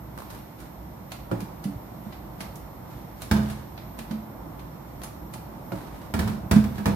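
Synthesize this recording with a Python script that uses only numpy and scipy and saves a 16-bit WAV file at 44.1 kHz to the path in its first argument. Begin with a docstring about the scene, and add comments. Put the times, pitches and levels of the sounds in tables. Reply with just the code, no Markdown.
"""A fan drones across a tiled kitchen, under faint hiss and a thin electrical whine: shaped noise and a wavering sine.
Close by, a soapy cloth rubs, squelches and catches on a wet plastic basin: crackles and bursts of noise.
The rim bumps the steel sink, a hand thumps the basin, and it is set down with hollow knocks: dying modes and noise.
The room's tail follows the cloth sounds and sharp clacks; background, ringing modes and rattle stay dry.
Two slightly unequal microphones hear it in stereo, alike in the bass and apart in the treble."""
import sys
import numpy as np
from scipy import signal
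from scipy.fft import rfft, irfft, next_fast_len
from scipy.io import wavfile
from scipy.ndimage import map_coordinates

SR = 44100
rng = np.random.default_rng(int(sys.argv[2]) if len(sys.argv) > 2 else 0)


def dump(signal):
    """Clip the signal to [-1, 1] and save it as 16-bit WAV at the path in sys.argv[1]."""
    limited = np.clip(np.atleast_2d(signal).T, -1, 1)
    pcm = np.round(limited * 32767).astype(np.int16)
    wavfile.write(sys.argv[1], SR, pcm)


N = 306495

# Spectrum of the fan's drone. Each row: frequency in Hz, relative density in dB per Hz.
DRONE_SPECTRUM = [(20, -32), (35, -24), (48, -1), (58, 3.5), (80, -11.5), (105, -3.5), (190, -4),
                  (250, -10.5), (320, -7.5), (420, -18.5), (540, -14), (900, -13.5), (1400, -24.5),
                  (3000, -60)]
# Spectrum of the faint hiss. Each row: frequency in Hz, relative density in dB per Hz.
HISS_SPECTRUM = [(1200, 2), (2000, 7.5), (2600, 0), (3400, -1), (4200, -2), (5380, -5.5), (5545, 5),
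                 (5720, -6), (7800, -6), (8600, -10.5), (9700, -2), (12500, -8.5), (14200, 4), (15200, -44)]
# Rubs of the cloth on the wall or of the basin on the sink.
# Each row: start in seconds, length in seconds, peak level in dB before the uneven grip.
STROKES = [(.144, 0.15, -48), (.28, 0.17, -49), (0.578, 0.11, -51.5), (2.038, 0.11, -54.5),
           (2.855, 0.19, -52.5), (3.13, 0.41, -49), (3.322, 0.36, -47), (5.667, 0.52, -50),
           (6.15, 0.25, -45), (6.66, 0.35, -46)]
# Spectrum of the rubbing cloth. Each row: frequency in Hz, relative density in dB per Hz.
CLOTH_SPECTRUM = [(150, 22.5), (500, 13.5), (1300, 10), (2500, 2.5), (4500, -1), (8000, -7), (10500, -4),
                  (15000, -25)]
# Squelches of the wet cloth, smack and foam each with a further fixed gain.
# Each row: time of the smack in seconds, base level in dB, foam spray over that base in dB.
SQUELCHES = [(.185, -55, 12), (.302, -51.5, 12), (.602, -60, 17), (1.119, -42.5, 7.5), (1.4046, -46, 9),
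             (1.6404, -47, 12), (2.125, -47.5, -10), (2.4058, -41.5, 9.5), (2.5566, -58.5, 19),
             (3.2197, -43.5, 12.5), (3.5, -46, 9.5), (3.7773, -47, -9), (3.989, -44, 9), (4.11, -44, 2),
             (4.593, -52.5, 4), (5.018, -52.5, 4), (5.0352, -46, 15.5), (5.3373, -47, 13)]
# Spectrum of the cloth's smack. Each row: frequency in Hz, relative density in dB per Hz.
SMACK_SPECTRUM = [(200, -20), (600, 8), (1500, 1.5), (2500, -1), (4500, -4), (7000, -17), (15000, -72)]
# Spectrum of the foam spray. Each row: frequency in Hz, relative density in dB per Hz.
SPRAY_SPECTRUM = [(1500, -42), (4000, -7.5), (6000, -3.5), (8500, -3.5), (10500, 1), (13000, -6),
                  (15500, -12.5)]
# Places where the cloth catches and stutters on. Each row: start in seconds, level of the first slip in dB.
CATCHES = [(.177, -31.5), (0.306, -37), (.348, -36), (1.119, -46), (5.018, -36.5), (5.776, -38),
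           (5.99, -44)]
# Spectrum of one gritty slip. Each row: frequency in Hz, relative density in dB per Hz.
CATCH_SPECTRUM = [(100, -22), (220, 3), (480, 11), (700, -8), (920, 9.5), (1250, 2), (1750, -4),
                  (2400, -15), (4000, -14), (7000, -19), (10500, -10), (15000, -22)]
# Bumps against the sink.
# Each row: start in seconds, floor clunk in dB, side ring in dB, clack in dB, pitch factor of the rings.
BUMPS = [(1.3138, -20, -29, -37, 1), (5.720, -27.5, -31.5, -38.5, 1.03), (6.868, -26.5, -33, -40, .88)]
# Modes of the sink's floor. Each row: frequency in Hz, mean level in dB, t60 in seconds.
SINK_FLOOR_MODES = [(114.2, -1, .31), (179, -1, .21), (221, -3, .1), (292.4, -6, .31), (335, .5, .16),
                    (399, -18, .13)]
# Modes of the sink's side. Each row: frequency in Hz, mean level in dB, t60 in seconds.
SINK_SIDE_MODES = [(537, 1.5, 0.19), (569, -8.5, 0.34), (641, -5, 0.29), (1031, -10, 0.078),
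                   (1104, -31, 0.14), (1378, -1.5, 0.077)]
# Spectrum of the low rattle. Each row: frequency in Hz, relative density in dB per Hz.
RATTLE_SPECTRUM = [(50, -20), (110, -3), (200, 1), (330, 3), (460, -3.5), (720, -8), (920, -2.5),
                   (1100, -8), (2000, -21), (5000, -45)]
# Spectrum of the sharp clack. Each row: frequency in Hz, relative density in dB per Hz.
CLACK_SPECTRUM = [(300, -9), (720, -6), (920, 0), (1100, -5), (1500, -1), (2050, -9), (2500, -9),
                  (3100, -14), (4400, -12), (7000, -19), (10500, -17), (15500, -21)]
# Pushes of the hand on the basin; near half pitch the bottom flexes in a low thud.
# Each row: start in seconds, level in dB before a fixed gain, pitch factor, ring length factor.
THUMPS = [(1.425, -18, 0.89, 0.079), (1.654, -20, .93, 0.26), (1.664, -31.5, 1.33, .4),
          (1.755, -23.5, .53, 0.091), (2.064, -28, 0.95, 0.14), (2.407, -32.5, .97, 0.18),
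          (3.984, -35, 1.03, 0.36), (4.107, -23.5, 1.016, 0.59), (6.251, -17, 0.5, 0.16),
          (6.561, -5, 0.98, .31), (6.781, -29, .97, 0.48)]
# Modes of the basin's wall. Each row: frequency in Hz, mean level in dB, t60 in seconds; blows scale pitch and t60.
WALL_MODES = [(176, -7, .3), (190, -3, .33), (214, 0, .7), (238, -17, .2), (286, -15, .35), (332, -13, .25)]
# The basin lands on its rim.
# Each row: start in seconds, force in dB, rim clatter over the force in dB, pitch factor of wall and bottom.
KNOCKS = [(2.407, -52, 9, .97), (3.3125, -18.5, -10, .99), (3.365, -34, 4, 1), (6.139, -25, -5, 1.02),
          (6.191, -23, -6.5, 1), (6.2755, -30, -8, .89), (6.512, -17.5, -7, .94), (6.561, -28.5, -8, 1),
          (6.640, -33, -6, 1.1), (6.781, -37, 0, .97), (6.857, -21.5, -3, .94)]
# Modes of the basin's rim. Each row: frequency in Hz, mean level in dB, t60 in seconds.
RIM_MODES = [(469, -2, .5), (540, -8, .3), (669, 1, .55), (842, -9, .25), (904, -6, .3), (1457, -13, .3),
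             (1559, -14, .3), (1727, -13, .3), (2337, -14, .35), (4670, -20, .3)]
# Modes of the flat bottom. Each row: frequency in Hz, mean level in dB, t60 in seconds; blows scale pitch and t60.
BOTTOM_MODES = [(51.5, -13, 0.64), (78.3, 1.5, 0.94), (102.5, 0.5, 0.77), (117.3, -1.5, 0.98), (138, 3, 1)]
# Decay of the tiled kitchen. Each row: frequency in Hz, t60 in seconds.
KITCHEN_T60 = [(200, 0.52), (1000, 0.39), (4000, 0.47), (14000, 0.32)]
# How alike the two microphones hear. Each row: frequency in Hz, left-right likeness from -1 to 1.
LIKENESS = [(60, 0.94), (190, 0.98), (300, 0.57), (640, 0.21), (1400, 0.11), (3000, -0.16), (15000, -0.24)]
# Balance of the two microphones. Each row: frequency in Hz, left minus right in dB.
BALANCE = [(100, -2.5), (280, -3.5), (500, 0), (1000, -3.5), (2000, -4), (4000, -1), (8000, -2), (13000, 3)]

DRONE_DB, DRONE_RISE_DB_PER_S = -41.5, .35  # level at the start; the drone creeps up
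HISS_DB = -56.5
WHINE_HZ, WHINE_DB, WHINE_DRIFT_HZ = 13295, -61, 7  # mean pitch, level, slow wander of the pitch
SQUELCH_T60_S, BRUSH_DB = 0.081, -14  # dying of a squelch; the brushing just before it
SLIP_GAP_S, SLIP_LOSS_DB = .016, 1.5  # mean time between slips; each is weaker than the last
CRACK_DB, WALL_DB, BOOM_DB, THUD_DB = -2, 3, -9, 4.5  # parts of a knock, over its force
HELD_RING = 0.89  # the holding hand shortens the ring by this factor
TOP_HZ = 15900  # upper band limit of the microphones
LIFE = 3 * SR // 4  # longest sound of one blow or rub, in samples
AGE = np.arange(LIFE) / SR  # seconds since its start


def amp(db):
    """Decibels to gain."""
    return 10 ** (np.asarray(db) / 20)


def unit(x):
    """Scale to rms 1."""
    return x / np.sqrt(np.mean(x ** 2) + 1e-20)


def along(points, hz):
    """Read (Hz, value) points on a log frequency axis."""
    f, value = np.transpose(points)
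    return np.interp(np.log(hz + 1), np.log(f + 1), value)


def wobble(rate):
    """A smooth random curve with rate knots a second."""
    knots = rng.standard_normal(int(N * rate / SR) + 4)
    return map_coordinates(knots, [np.arange(N) * rate / SR])


def decay(t60):
    """A fall of 60 dB every t60 seconds."""
    return np.exp(-np.log(1000) * AGE / max(t60, 1e-3))


def filtered(x, gain):
    """x times a gain that depends on frequency."""
    n = x.shape[-1]
    m = next_fast_len(n + 4096)
    return irfft(rfft(x, m) * gain(np.fft.rfftfreq(m, 1 / SR)), m)[..., :n]


def spread(hz):
    """Angle between the middle and the sides that gives the two microphones their likeness."""
    return np.arccos(np.clip(along(LIKENESS, hz), -1, 1)) / 2


def noise(spectrum, size):
    """Diffuse stereo noise of rms 1: alike in the bass, little related in the treble."""
    def gain(hz):
        return amp(along(spectrum, hz)) * [np.cos(spread(hz)), np.sin(spread(hz))]

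    mid, side = filtered(rng.standard_normal((2, size)), gain)
    return unit(np.array([mid + side, mid - side]))


def burst(spectrum, t60):
    """A dying burst of noise: modes too dense to tell apart."""
    fall = decay(t60)[:SR // 3]
    return noise(spectrum, size=len(fall)) * fall


def crackle(spectrum, size, rate):
    """Tiny bursting soap films, rate a second: random pulses of uneven size, shaped to rms 1."""
    pops = (rng.random(size) < rate / SR) * rng.standard_normal((2, size))
    return unit(filtered(pops, lambda hz: amp(along(spectrum, hz))))


def ring(modes, contact, length=1, pitch=1):
    """Struck modes of wavering pitch; the higher ones reach the two microphones out of step."""
    out = np.zeros((2, LIFE))
    for hz, db, t60 in modes:
        level_shift, skew = np.clip(rng.standard_normal(2), -1.5, 1.5)
        lag = skew * spread(hz)
        waver = .005 * np.interp(AGE, np.linspace(0, 1, 40), rng.standard_normal(40))
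        turns = hz * pitch * np.cumsum(1 + waver) / SR
        phase = 2 * np.pi * turns + np.array([[lag], [-lag]])
        out += amp(db + level_shift) * decay(t60 * length) * np.sin(phase.astype(np.float32))
    onset = 1 - np.exp(-AGE / max(contact, 1e-4))  # a longer contact in seconds is softer
    return out * onset


def kitchen(x, wet_db):
    """Add the tiled room's tail: noise in which each frequency dies at its own speed."""
    start = noise([(120, -25), (400, 0), (16000, 0)], size=SR // 2)
    hz, t, bands = signal.stft(start, SR, nperseg=256)
    fall = np.exp(-np.log(1000) * t / along(KITCHEN_T60, hz)[:, None])
    tail = signal.istft(bands * fall, SR, nperseg=256)[1]
    tail = tail / np.linalg.norm(tail[0])
    return x + amp(wet_db) * signal.fftconvolve(x, tail, axes=1)[:, :x.shape[1]]


def add(track, s, sound):
    """Mix a sound into the track at s seconds."""
    part = track[:, max(round(s * SR), 0):][:, :sound.shape[1]]
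    part += sound[:, :part.shape[1]]


def background():
    """A fan's drone that creeps up, a faint hiss and a thin sine whine of wavering pitch and level."""
    drone_db = DRONE_DB + DRONE_RISE_DB_PER_S * np.arange(N) / SR
    drone = amp(drone_db + .8 * wobble(5)) * noise(DRONE_SPECTRUM, size=N)
    hiss = amp(HISS_DB + .6 * wobble(4)) * noise(HISS_SPECTRUM, size=N)
    pitch = WHINE_HZ + WHINE_DRIFT_HZ * wobble(1) + 4 * wobble(40)
    # the moving arms shift the whine's short standing waves differently at each microphone
    swell_db = 2.2 * np.array([wobble(12), wobble(12)])
    phase_shift = .35 * np.array([wobble(6), wobble(6)])
    tone = np.sin(2 * np.pi * np.cumsum(pitch) / SR + phase_shift)
    whine = np.sqrt(2) * amp(WHINE_DB + swell_db) * tone  # the root of two makes the level an rms
    return drone + hiss + whine


def rubbing():
    """Each rub swells and fades, gripping unevenly on the soapy plastic."""
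    pressure = np.zeros((1, N))
    for s, length, db in STROKES:
        progress = np.minimum(AGE / max(length, .05), 1)
        swell = np.sin(np.pi * progress ** .7)  # rises faster than it fades
        add(pressure, s, amp(db) * swell[None])
    grip = amp(3 * wobble(70))
    return kitchen(pressure * grip * crackle(CLOTH_SPECTRUM, size=N, rate=1500), wet_db=0.0)


def squelches():
    """The cloth brushes the plastic, smacks on it and squeezes out a spray of foam."""
    out = np.zeros((2, N))
    t = np.arange(-.03, .15, 1 / SR)  # seconds from the smack
    squeeze = np.exp(-np.abs(t) * np.log(1000) / SQUELCH_T60_S)
    squeeze = squeeze * np.where(t < 0, amp(BRUSH_DB), 1)
    for s, db, foam_db in SQUELCHES:
        spray = amp(foam_db - 7.0) * crackle(SPRAY_SPECTRUM, size=len(t), rate=8000)
        smack = amp(6.5) * crackle(SMACK_SPECTRUM, size=len(t), rate=7000)
        add(out, s + t[0], amp(db) * (spray + smack) * squeeze)
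    return kitchen(out, wet_db=-1.5)


def catches(count=4):
    """Where the cloth sticks, it slips on in a few uneven, gritty scrapes, each weaker than the last."""
    out = np.zeros((2, N))
    for s, db in CATCHES:
        gaps = SLIP_GAP_S * (.5 + rng.random(count))
        delays = np.cumsum(gaps) - gaps[0]
        for k, delay in enumerate(delays):
            add(out, s + delay, amp(db - SLIP_LOSS_DB * k) * burst(CATCH_SPECTRUM, t60=0.023))
    return kitchen(out, wet_db=-6.0)


def bumps():
    """The held basin nudges the steel sink, whose floor and side modes answer with a dull clunk."""
    sharp, body = np.zeros((2, 2, N))
    for s, floor_db, side_db, clack_db, pitch in BUMPS:
        add(body, s, amp(floor_db) * ring(SINK_FLOOR_MODES, contact=0.0024, pitch=pitch))
        add(body, s, amp(side_db) * ring(SINK_SIDE_MODES, contact=0.00068, pitch=pitch))
        add(body, s, amp(floor_db - 12.5) * burst(RATTLE_SPECTRUM, t60=0.46))
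        add(sharp, s, amp(clack_db) * burst(CLACK_SPECTRUM, t60=0.063))
    return kitchen(sharp, wet_db=0) + body


def thumps():
    """A hand pushes the basin: the wall gives a damped tone, or the bottom flexes in a low thud."""
    out = np.zeros((2, N))
    for s, db, pitch, length in THUMPS:
        # the low thud takes the same modes at about half pitch
        add(out, s, amp(db + 3) * ring(WALL_MODES, contact=.008, length=length, pitch=pitch))
    return out


def knocks():
    """Force sets crack, wall, boom and thud; each landing adds its own amount of rim clatter and rattle."""
    sharp, body = np.zeros((2, 2, N))
    for s, force_db, clatter_db, pitch in KNOCKS:
        add(sharp, s, amp(force_db + CRACK_DB) * burst(CLACK_SPECTRUM, t60=0.082))
        rim = amp(clatter_db - 9.0) * ring(RIM_MODES, contact=0.00043)
        wall = amp(WALL_DB) * ring(WALL_MODES, contact=0.0055, length=HELD_RING, pitch=pitch)
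        boom = amp(BOOM_DB) * ring(BOTTOM_MODES, contact=0.0087, length=HELD_RING, pitch=pitch)
        thud = amp(THUD_DB) * ring([(86, 0, 0.1)], contact=0.00029)  # its weight lands dead
        add(body, s, amp(force_db) * (rim + wall + boom + thud))
        add(body, s, amp(force_db + clatter_db - 2.4) * burst(RATTLE_SPECTRUM, t60=0.53))
    return kitchen(sharp, wet_db=-3) + body


def scene():
    """Everything that sounds around the sink."""
    cloth = rubbing() + squelches() + catches()
    basin = bumps() + thumps() + knocks()
    return background() + cloth + basin


def record(dry):
    """Two slightly unequal microphones with a bass roll-off and a band limit."""
    def response(hz):
        tilt = amp(along(BALANCE, hz) * np.array([[.5], [-.5]]))  # half the difference to each side
        return tilt * (hz < TOP_HZ)

    bass_cut = signal.butter(5, 45, "highpass", fs=SR, output="sos")
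    return filtered(signal.sosfilt(bass_cut, dry), response)


dry = scene()
out = record(dry)
dump(out)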